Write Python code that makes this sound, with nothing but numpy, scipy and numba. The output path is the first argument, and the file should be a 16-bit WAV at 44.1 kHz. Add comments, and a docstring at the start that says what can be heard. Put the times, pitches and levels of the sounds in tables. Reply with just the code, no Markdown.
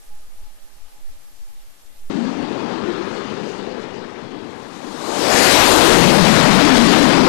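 """A ship's flight deck. First, idling turbines whine far below while gusts nudge the microphone.
At 2.1 s, abruptly, deck level: the eddies of a distant jet exhaust rumble, roar, hiss and recede.
A fighter sweeps in, intake and fan first, and passes 14 m away at 5.3 s. Its wake buffets; it spools up
and climbs off, nozzles facing back, booming and tearing. The jets reach only the left channel
and overload it."""
import sys
import numpy as np
from scipy import signal
from scipy.fft import rfft, irfft
from scipy.io import wavfile
from numba import njit

SR = 44100
rng = np.random.default_rng(int(sys.argv[2]) if len(sys.argv) > 2 else 0)


def dump(signal):
    """Clip the signal to [-1, 1] and save it as 16-bit WAV at the path in sys.argv[1]."""
    limited = np.clip(np.atleast_2d(signal).T, -1, 1)
    pcm = np.round(limited * 32767).astype(np.int16)
    wavfile.write(sys.argv[1], SR, pcm)


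N = 321048
TIME = np.arange(N) / SR
DECK_LEVEL_S, FULL_POWER_S = 2.098, 6.924
SPEED_M_S, CLOSEST_M, ABEAM_S = 63.6, 14.3, 5.282


def undb(db):
    """Decibels to gain."""
    return 10 ** (np.asarray(db) / 20)


def unit(x):
    """Scale to rms 1."""
    return x / np.sqrt(np.mean(x ** 2))


def since(s):
    """Seconds after s, zero before."""
    return np.maximum(TIME - s, 0)


def until(s):
    """Seconds before s, zero after."""
    return np.maximum(s - TIME, 0)


def bell(x, centre, half_width):
    """Gaussian of height 1."""
    return np.exp(-((x - centre) / half_width) ** 2)


def bumps(rows):
    """Sum of bell-shaped swells in time."""
    return sum(height * bell(TIME, s, half_s) for s, half_s, height in rows)


def bursts(rows):
    """Gain envelope of swells with peaks in dB."""
    return bumps((s, half_s, undb(db)) for s, half_s, db in rows)


def walk(rate_hz):
    """Smooth random drift, rms 1."""
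    size = 4096
    f = np.fft.rfftfreq(size, TIME[-1] / size)
    slow = unit(irfft(rfft(rng.standard_normal(size)) * bell(f, 0, rate_hz)))
    return np.interp(TIME, np.linspace(0, TIME[-1], size), slow)


def lowpass(x, hz):
    """One-pole treble loss."""
    return signal.lfilter(*signal.butter(1, hz, fs=SR), x)


def lowcut(x, hz):
    """Four-pole bass cut."""
    return signal.sosfilt(signal.butter(4, hz, "highpass", fs=SR, output="sos"), x)


@njit
def bandpass(x, hz, width_hz):
    """State-variable filter with moving centre and width."""
    y, band_state, low_state = np.empty(len(x)), 0., 0.
    for i in range(len(x)):
        g, damping = np.tan(np.pi * hz[i] / SR), width_hz[i] / hz[i]
        band = (band_state + g * (x[i] - low_state)) / (1 + g * (g + damping))
        band_state = 2 * band - band_state
        low_state += 2 * g * band
        y[i] = damping * band
    return y


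def hump(hz, width_hz):
    """Steep-sided noise band, fixed or moving, rms 1."""
    hz, width_hz = hz * np.ones(N), width_hz * np.ones(N)
    once = bandpass(rng.standard_normal(N), hz, width_hz)
    return unit(bandpass(once, hz, width_hz) / np.sqrt(width_hz))


def noise(spectrum):
    """Noise shaped by (Hz, dB) points, rms 1."""
    hz, db = np.transpose(spectrum)
    f = np.maximum(np.fft.rfftfreq(N, 1 / SR), 1)
    gain = undb(np.interp(np.log(f), np.log(hz), db))
    return unit(irfft(rfft(rng.standard_normal(N)) * gain, N))


def turbulent(spectrum, patchy_db, rate_hz):
    """Noise through moving air: each half octave swells and fades on its own; rms 1."""
    bins = rfft(noise(spectrum))
    half_octave = np.clip(2 * np.log2(np.fft.rfftfreq(N, 1 / SR) / 300 + 1e-9), 0, 11)
    total = 0
    for k in range(12):
        share = np.maximum(1 - np.abs(half_octave - k), 0)
        total += irfft(bins * share, N) * undb(patchy_db * walk(rate_hz))
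    return unit(total)


def scattered(x, share, rate_hz, longest_s=0.0032, count=12):
    """Churning air adds faint late copies that come and go, shifting the colour."""
    lags_s = longest_s * (np.arange(count) + 1 + rng.random(count)) / (count + 1)
    copies = sum(walk(rate_hz) * np.interp(TIME - np.round(lag * SR) / SR, TIME, x) for lag in lags_s)
    return (x + share * copies / np.sqrt(count)) / np.hypot(1, share)


def eddies(rows, rate_hz, wobble=0.07):
    """Each large eddy booms for a few uneven cycles around its own pitch."""
    warped_s = np.cumsum(1 + wobble * walk(rate_hz)) / SR
    total = 0
    for s, half_s, hz, db in rows:
        tone = np.sqrt(2) * np.sin(2 * np.pi * (hz * warped_s + rng.random()))
        total += tone * undb(db) * bell(TIME, s, half_s)
    return total


# turbine bands: f/Hz, width/Hz, level/dB
IDLE_BANDS = [(832, 76, -68), (610, 220, -68), (1225, 70, -72.5), (1740, 130, -74.5)]
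# whine carried over by wind: t/s, half length/s, gain/dB
WHINE_SWELLS = [(.3, 0.33, 7), (1.023, .22, 7.5), (1.5, 0.064, 9), (1.95, .17, 8)]


def idling_turbines(on_deck):
    """Wavering whine that eases off; the nearest turbine adds a thin line."""
    waver = 1 + 0.0039 * walk(rate_hz=0.99)
    whine = sum(hump(hz * waver, width_hz) * undb(db) for hz, width_hz, db in IDLE_BANDS)
    whine += hump(838 * waver, width_hz=13) * undb(-72 + bumps(WHINE_SWELLS))
    return whine * undb(-2 + 2.4 * until(DECK_LEVEL_S) - 8.8 * on_deck)


# hiss and wind spectra: f/Hz, level/dB
DECK_HISS_SPECTRUM = [(20, 3), (100, 5.5), (300, 7), (600, 6), (1000, 4), (3000, 2.5), (8000, 1),
                      (13000, 1)]
WIND_SPECTRUM = [(5, 1), (12, -10.5), (22, -25), (40, -35), (70, -38), (130, -50), (500, -80)]
# gusts and lulls: t/s, half length/s, gain/dB
GUSTS = [(0.17, 0.093, 10), (0.43, 0.049, 11.5), (0.64, 0.034, 6), (0.762, 0.02, 12), (0.83, 0.025, 3),
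         (1.09, 0.076, 10), (1.376, 0.02, -8), (1.76, 0.05, -9), (2.065, 0.05, 7)]


def deck_air(on_deck):
    """Broad hiss and wind on the microphone; both drop at deck level."""
    hiss = turbulent(DECK_HISS_SPECTRUM, patchy_db=1.4, rate_hz=13) * undb(-50.5 - 20 * on_deck)
    wind = noise(WIND_SPECTRUM) * undb(-36.5 - 17 * on_deck + bumps(GUSTS))
    return hiss + wind


# centre of the deep band: t/s, f/Hz
DEEP_PITCH = [(2.1, 240), (2.25, 235), (2.42, 264), (2.75, 216), (3.3, 208), (3.8, 223), (4.4, 245)]
# rumble surges: t/s, half length/s, deep gain/dB, upper gain/dB
SURGES = [(2.2, 0.089, 1, -1), (2.887, 0.17, 1, 5), (3.74, 0.32, 1, 5.5), (4.42, 0.13, 11.5, -13)]
# single eddies: t/s, half length/s, f/Hz, level/dB
FAR_EDDIES = [(2.15, 0.02, 215, -25), (2.172, 0.014, 301, -15), (2.225, 0.04, 226, -19.5),
              (2.31, 0.033, 252.5, -25), (2.4, 0.035, 274, -24), (2.778, 0.018, 333, -24.5),
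              (2.895, 0.03, 350, -17.5), (3.0, 0.022, 333, -22), (3.315, 0.03, 204, -26),
              (3.44, 0.035, 199, -25), (3.485, 0.037, 430, -26.5), (3.685, 0.024, 403, -27.5)]


def distant_rumble(flutter):
    """Large eddies rumble in two broad bands that surge and recede."""
    at_s, half_s, deep_surge_db, upper_surge_db = np.transpose(SURGES)
    deep_db = -22 - 8 * since(DECK_LEVEL_S) + bumps(zip(at_s, half_s, deep_surge_db))
    upper_db = -23.5 - 6.5 * since(DECK_LEVEL_S) + bumps(zip(at_s, half_s, upper_surge_db))
    deep_hz = np.interp(TIME, *np.transpose(DEEP_PITCH)) * (1 + 0.055 * walk(rate_hz=2.1))
    upper_hz = 414 * 2 ** (-0.42 * np.abs(TIME - 3.68))
    deep = hump(deep_hz, 0.48 * deep_hz) * undb(deep_db)
    upper = hump(upper_hz, 0.57 * upper_hz) * undb(upper_db)
    return lowcut(deep + upper, hz=139) * undb(0.59 * flutter) + eddies(FAR_EDDIES, rate_hz=43.5)


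# distant roar spectrum: f/Hz, level/dB
FAR_ROAR_SPECTRUM = [(20, -22), (60, -10), (150, 2.5), (450, 5.5), (640, -3), (850, 1), (1150, -3.5),
                     (1430, -7.5), (1700, -7), (2400, -16.5), (5000, -29), (13000, -70)]


def distant_roar(flutter):
    """Small eddies roar and fade; a midrange swell climbs an octave."""
    opening_db = -3 * np.exp(-since(DECK_LEVEL_S) / 0.27)
    level_db = -25.5 + opening_db + 2.5 * until(2.95) - 3.5 * since(2.95)
    roar = turbulent(FAR_ROAR_SPECTRUM, patchy_db=-1.8, rate_hz=30)
    roar *= undb(level_db + 0.38 * flutter + 0.13 * walk(rate_hz=54))
    swell_s = 2.73
    swell_hz = 947 * 2 ** np.clip(2.6 * (TIME - swell_s), -0.6, 0.4)
    swell = hump(swell_hz, 0.65 * swell_hz) * bell(TIME, swell_s, 0.71)
    return roar + swell * undb(-30.5 + flutter)


# hiss and flare spectra: f/Hz, level/dB
FAR_HISS_SPECTRUM = [(500, -39), (1700, -1.5), (2700, 2), (4300, -1.5), (5500, -8), (7000, -13),
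                     (9000, -21), (13000, -39.5)]
FLARE_SPECTRUM = [(2000, -30), (4500, 3), (6000, 1), (7500, -2), (9500, -14), (13000, -26)]
# flares: t/s, half length/s, level re hiss/dB
HISS_FLARES = [(2.223, 0.26, -10), (3.15, 0.061, -11), (3.492, 0.076, -6), (3.82, 0.034, -10),
               (4.52, .06, -15)]


def distant_hiss(flutter):
    """Small eddies hiss with brief bright flares; the level creeps up, then falls."""
    hiss = turbulent(FAR_HISS_SPECTRUM, patchy_db=1, rate_hz=15)
    hiss += noise(FLARE_SPECTRUM) * bursts(HISS_FLARES)
    hiss = scattered(hiss, share=0.38, rate_hz=9)
    level_db = -35 - 1.5 * until(3.12) - 6 * since(3.12)
    return hiss * undb(level_db + 0.19 * flutter + 0.5 * walk(rate_hz=130))


def distant_jet():
    """Far exhaust: moving air flutters all layers together; it dies away at the end."""
    flutter = walk(rate_hz=61)
    exhaust = distant_rumble(flutter) + distant_roar(flutter) + distant_hiss(flutter)
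    return exhaust * undb(-12 * since(4.52))


# wake spectrum: f/Hz, level/dB
WAKE_SPECTRUM = [(15, 8), (35, 16), (70, 12), (110, -24), (250, 2), (2000, -66)]
# wake blasts: t/s, half length/s, gain/dB
WAKE_BLASTS = [(5.9, 0.16, 17.5), (6.76, 0.11, 8)]


def wake_buffet(arrival_s=5.39, rise_s=0.061):
    """Deep buffeting, faint until the fighter's wake arrives."""
    ahead = (1 + np.tanh((arrival_s - TIME) / rise_s)) / 2
    return noise(WAKE_SPECTRUM) * undb(-18.5 - 20 * ahead + bumps(WAKE_BLASTS))


# beams: f/Hz, width/Hz, level/dB, angle off tail/deg, half width/deg
ENGINE_BEAMS = [(510, 380, -20, 106, 27.5), (1080, 420, -23, 115, 31), (6900, 4500, -29, 116.4, 28.5),
                (4530, 2000, -22.5, 90, 31), (7000, 4800, -17, 65, 17), (730, 230, -12.5, 60, 36),
                (1720, 870, -10, 52.6, 20.4), (3740, 2300, -12, 44, 9.3)]


def engine_beams(off_tail_deg):
    """Intake, fan and exhaust beam noise bands; each swells as it sweeps over the listener."""
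    return sum(hump(hz, width_hz) * undb(db) * bell(off_tail_deg, aim_deg, half_deg)
               for hz, width_hz, db, aim_deg, half_deg in ENGINE_BEAMS)


def shock_crackle(off_tail_deg, per_s=1800, spread_db=1.5):
    """Steep shock fronts of uneven size, at random moments, beamed at one angle off the tail."""
    fronts = (rng.random(N) < per_s / SR) * undb(spread_db * np.minimum(rng.exponential(size=N), 4))
    crackle = unit(lowcut(lowpass(fronts, hz=13000), hz=900))
    return crackle * undb(-21) * bell(off_tail_deg, 26.5, 5.1)


# tearing spectrum: f/Hz, level/dB
TEAR_SPECTRUM = [(600, -21), (1500, 1.5), (3500, 0), (5000, -11), (8000, -11), (13000, -26)]
# tears: t/s, half length/s, level/dB
TEARS = [(5.857, 0.075, -15.5), (6.262, 0.033, -23), (6.374, 0.033, -16), (6.775, 0.024, -17),
         (6.93, 0.016, -13), (7.138, .03, -24)]


def exhaust_tearing(off_tail_deg):
    """From behind, the exhaust crackles and swells raspingly."""
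    shocks = shock_crackle(off_tail_deg)
    tears = noise(TEAR_SPECTRUM) * bursts(TEARS)
    return (tears + shocks) * undb(3.1 * walk(rate_hz=42))


# fighter hiss spectrum: f/Hz, level/dB
NEAR_HISS_SPECTRUM = [(300, -24), (1200, -3.5), (2400, -7), (3200, -1.5), (4050, 0.5), (5000, -2),
                      (7000, -3.5), (9000, -6.5), (13000, -12.5)]


def fighter_hiss(distance_m, nose_on, churn):
    """Hiss grows until full power, then fades; duller far off or nose-on."""
    level_db = 3.5 - 24.5 * nose_on - 5 * until(FULL_POWER_S) - 15 * since(FULL_POWER_S)
    hiss = turbulent(NEAR_HISS_SPECTRUM, patchy_db=1, rate_hz=11)
    hiss = scattered(hiss, share=0.49, rate_hz=10.8)
    hiss *= undb(level_db + 0.5 * churn + 0.49 * walk(rate_hz=22))
    dull = np.clip((distance_m - 16) / 72 + 0.71 * nose_on, 0, 1)
    return hiss + dull * (lowpass(hiss, hz=5270) - hiss)


# fighter roar spectrum: f/Hz, level/dB
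NEAR_ROAR_SPECTRUM = [(20, -55), (100, -10), (300, -6), (550, 0.5), (670, -2.5), (900, -2), (1400, -7.5),
                      (1750, -9.5), (2500, -13), (5000, -22), (14000, -69)]


def fighter_roar(nose_on, churn):
    """The roar swells as the nozzles turn to the listener."""
    roar = turbulent(NEAR_ROAR_SPECTRUM, patchy_db=1.5, rate_hz=16)
    return roar * undb(11 - 26.5 * nose_on + 0.25 * churn)


# boom centre, sinking as the cone arrives, rising with power: t/s, f/Hz
BOOM_PITCH = [(5.8, 242), (5.98, 187), (6.48, 181), (6.7, 230), (7.28, 253)]


def fighter_rumble(off_tail_deg, nose_on, churn, spool_oct_s=0.4):
    """The rumble's lobe sweeps by; in the cone behind the nozzles a deeper boom takes over."""
    lobe_db = 12 * bell(off_tail_deg, 18.5, 5.9)
    in_cone = (1 + np.tanh((18.4 - off_tail_deg) / 4.4)) / 2
    rumble_hz = 462 * 2 ** (-spool_oct_s * until(FULL_POWER_S))
    rumble = hump(rumble_hz, 0.87 * rumble_hz) * undb(2 - 17 * nose_on + lobe_db - 1.5 * in_cone)
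    boom_hz = np.interp(TIME, *np.transpose(BOOM_PITCH))
    boom = hump(boom_hz, 0.84 * boom_hz) * undb(15) * in_cone
    return lowcut(rumble + boom, hz=132.5) * undb(churn)


def deck_bounce(x, nozzles_abeam_s=5.41, max_lag_ms=0.426, fade_db_s=34):
    """The deck reflection lags most as the nozzles pass: its notches slide down, then up."""
    nearness = CLOSEST_M / np.hypot(SPEED_M_S * (TIME - nozzles_abeam_s), CLOSEST_M)
    share = 0.27 * np.sqrt(nearness) * undb(-fade_db_s * since(nozzles_abeam_s))
    late = np.interp(TIME - max_lag_ms * nearness / 1000, TIME, lowpass(x, hz=6960))
    return (x + share * late) / (1 + share / 2)


# eddies of the departing exhaust: t/s, half length/s, f/Hz, level/dB
THROBS = [(5.76, 0.03, 315, -4.5), (5.893, 0.027, 420, -1), (5.98, 0.028, 333, -2.5), (6.07, 0.03, 183, -1),
          (6.215, 0.03, 185.9, -3), (6.31, 0.026, 204, -1.5), (6.49, 0.026, 172, -5),
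          (6.65, 0.031, 279, -1.5), (6.733, 0.028, 247, 0), (6.815, 0.032, 231, -1), (7.04, 0.029, 275, -5),
          (7.205, 0.019, 258, -0.5)]


def fighter(clears_stern_s=4.6, shield_db_s=34, spool_db_s=6):
    """Straight pass with engines spooling up, shielded by the deck until it clears the stern."""
    along_m = SPEED_M_S * (TIME - ABEAM_S)
    distance_m = np.hypot(along_m, CLOSEST_M)
    off_tail_deg = np.degrees(np.arctan2(CLOSEST_M, along_m))
    nose_on = (1 - along_m / distance_m) / 2
    spool_gain = undb(-spool_db_s * until(FULL_POWER_S))
    path_gain = CLOSEST_M / distance_m * undb(-shield_db_s * until(clears_stern_s))
    churn = walk(rate_hz=110)
    rumble = fighter_rumble(off_tail_deg, nose_on, churn) * spool_gain
    roar = fighter_roar(nose_on, churn) * spool_gain
    hiss = fighter_hiss(distance_m, nose_on, churn)
    wake = wake_buffet() * spool_gain
    jet = deck_bounce(rumble + roar + hiss + engine_beams(off_tail_deg)) + wake
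    return jet * path_gain + eddies(THROBS, rate_hz=45) + exhaust_tearing(off_tail_deg)


def scene():
    """Jets on the left; turbines and air on both sides, drawn separately."""
    on_deck = np.clip((TIME - DECK_LEVEL_S) / 0.0011, 0, 1)
    left = idling_turbines(on_deck) + deck_air(on_deck) + on_deck * (distant_jet() + fighter())
    right = idling_turbines(on_deck) + deck_air(on_deck)
    return np.array([left, right])


def overload(x, ceiling=0.46, treble_share=0.74, rail=0.76):
    """The input stage flattens big slow swings; some treble rides over them, up to the rail."""
    treble = treble_share * (x - lowpass(x, hz=2530))
    flattened = ceiling * np.tanh((x - treble) / ceiling) + treble
    return flattened / (1 + (flattened / rail) ** 8) ** (1 / 8)


def record(dry):
    """Overload, steep top cut, full-scale limit."""
    top_cut = signal.ellip(10, 0.2, 70, 13500, fs=SR, output="sos")
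    return np.clip(signal.sosfilt(top_cut, overload(dry)), -1, 1)


dry = scene()
out = record(dry)
dump(out)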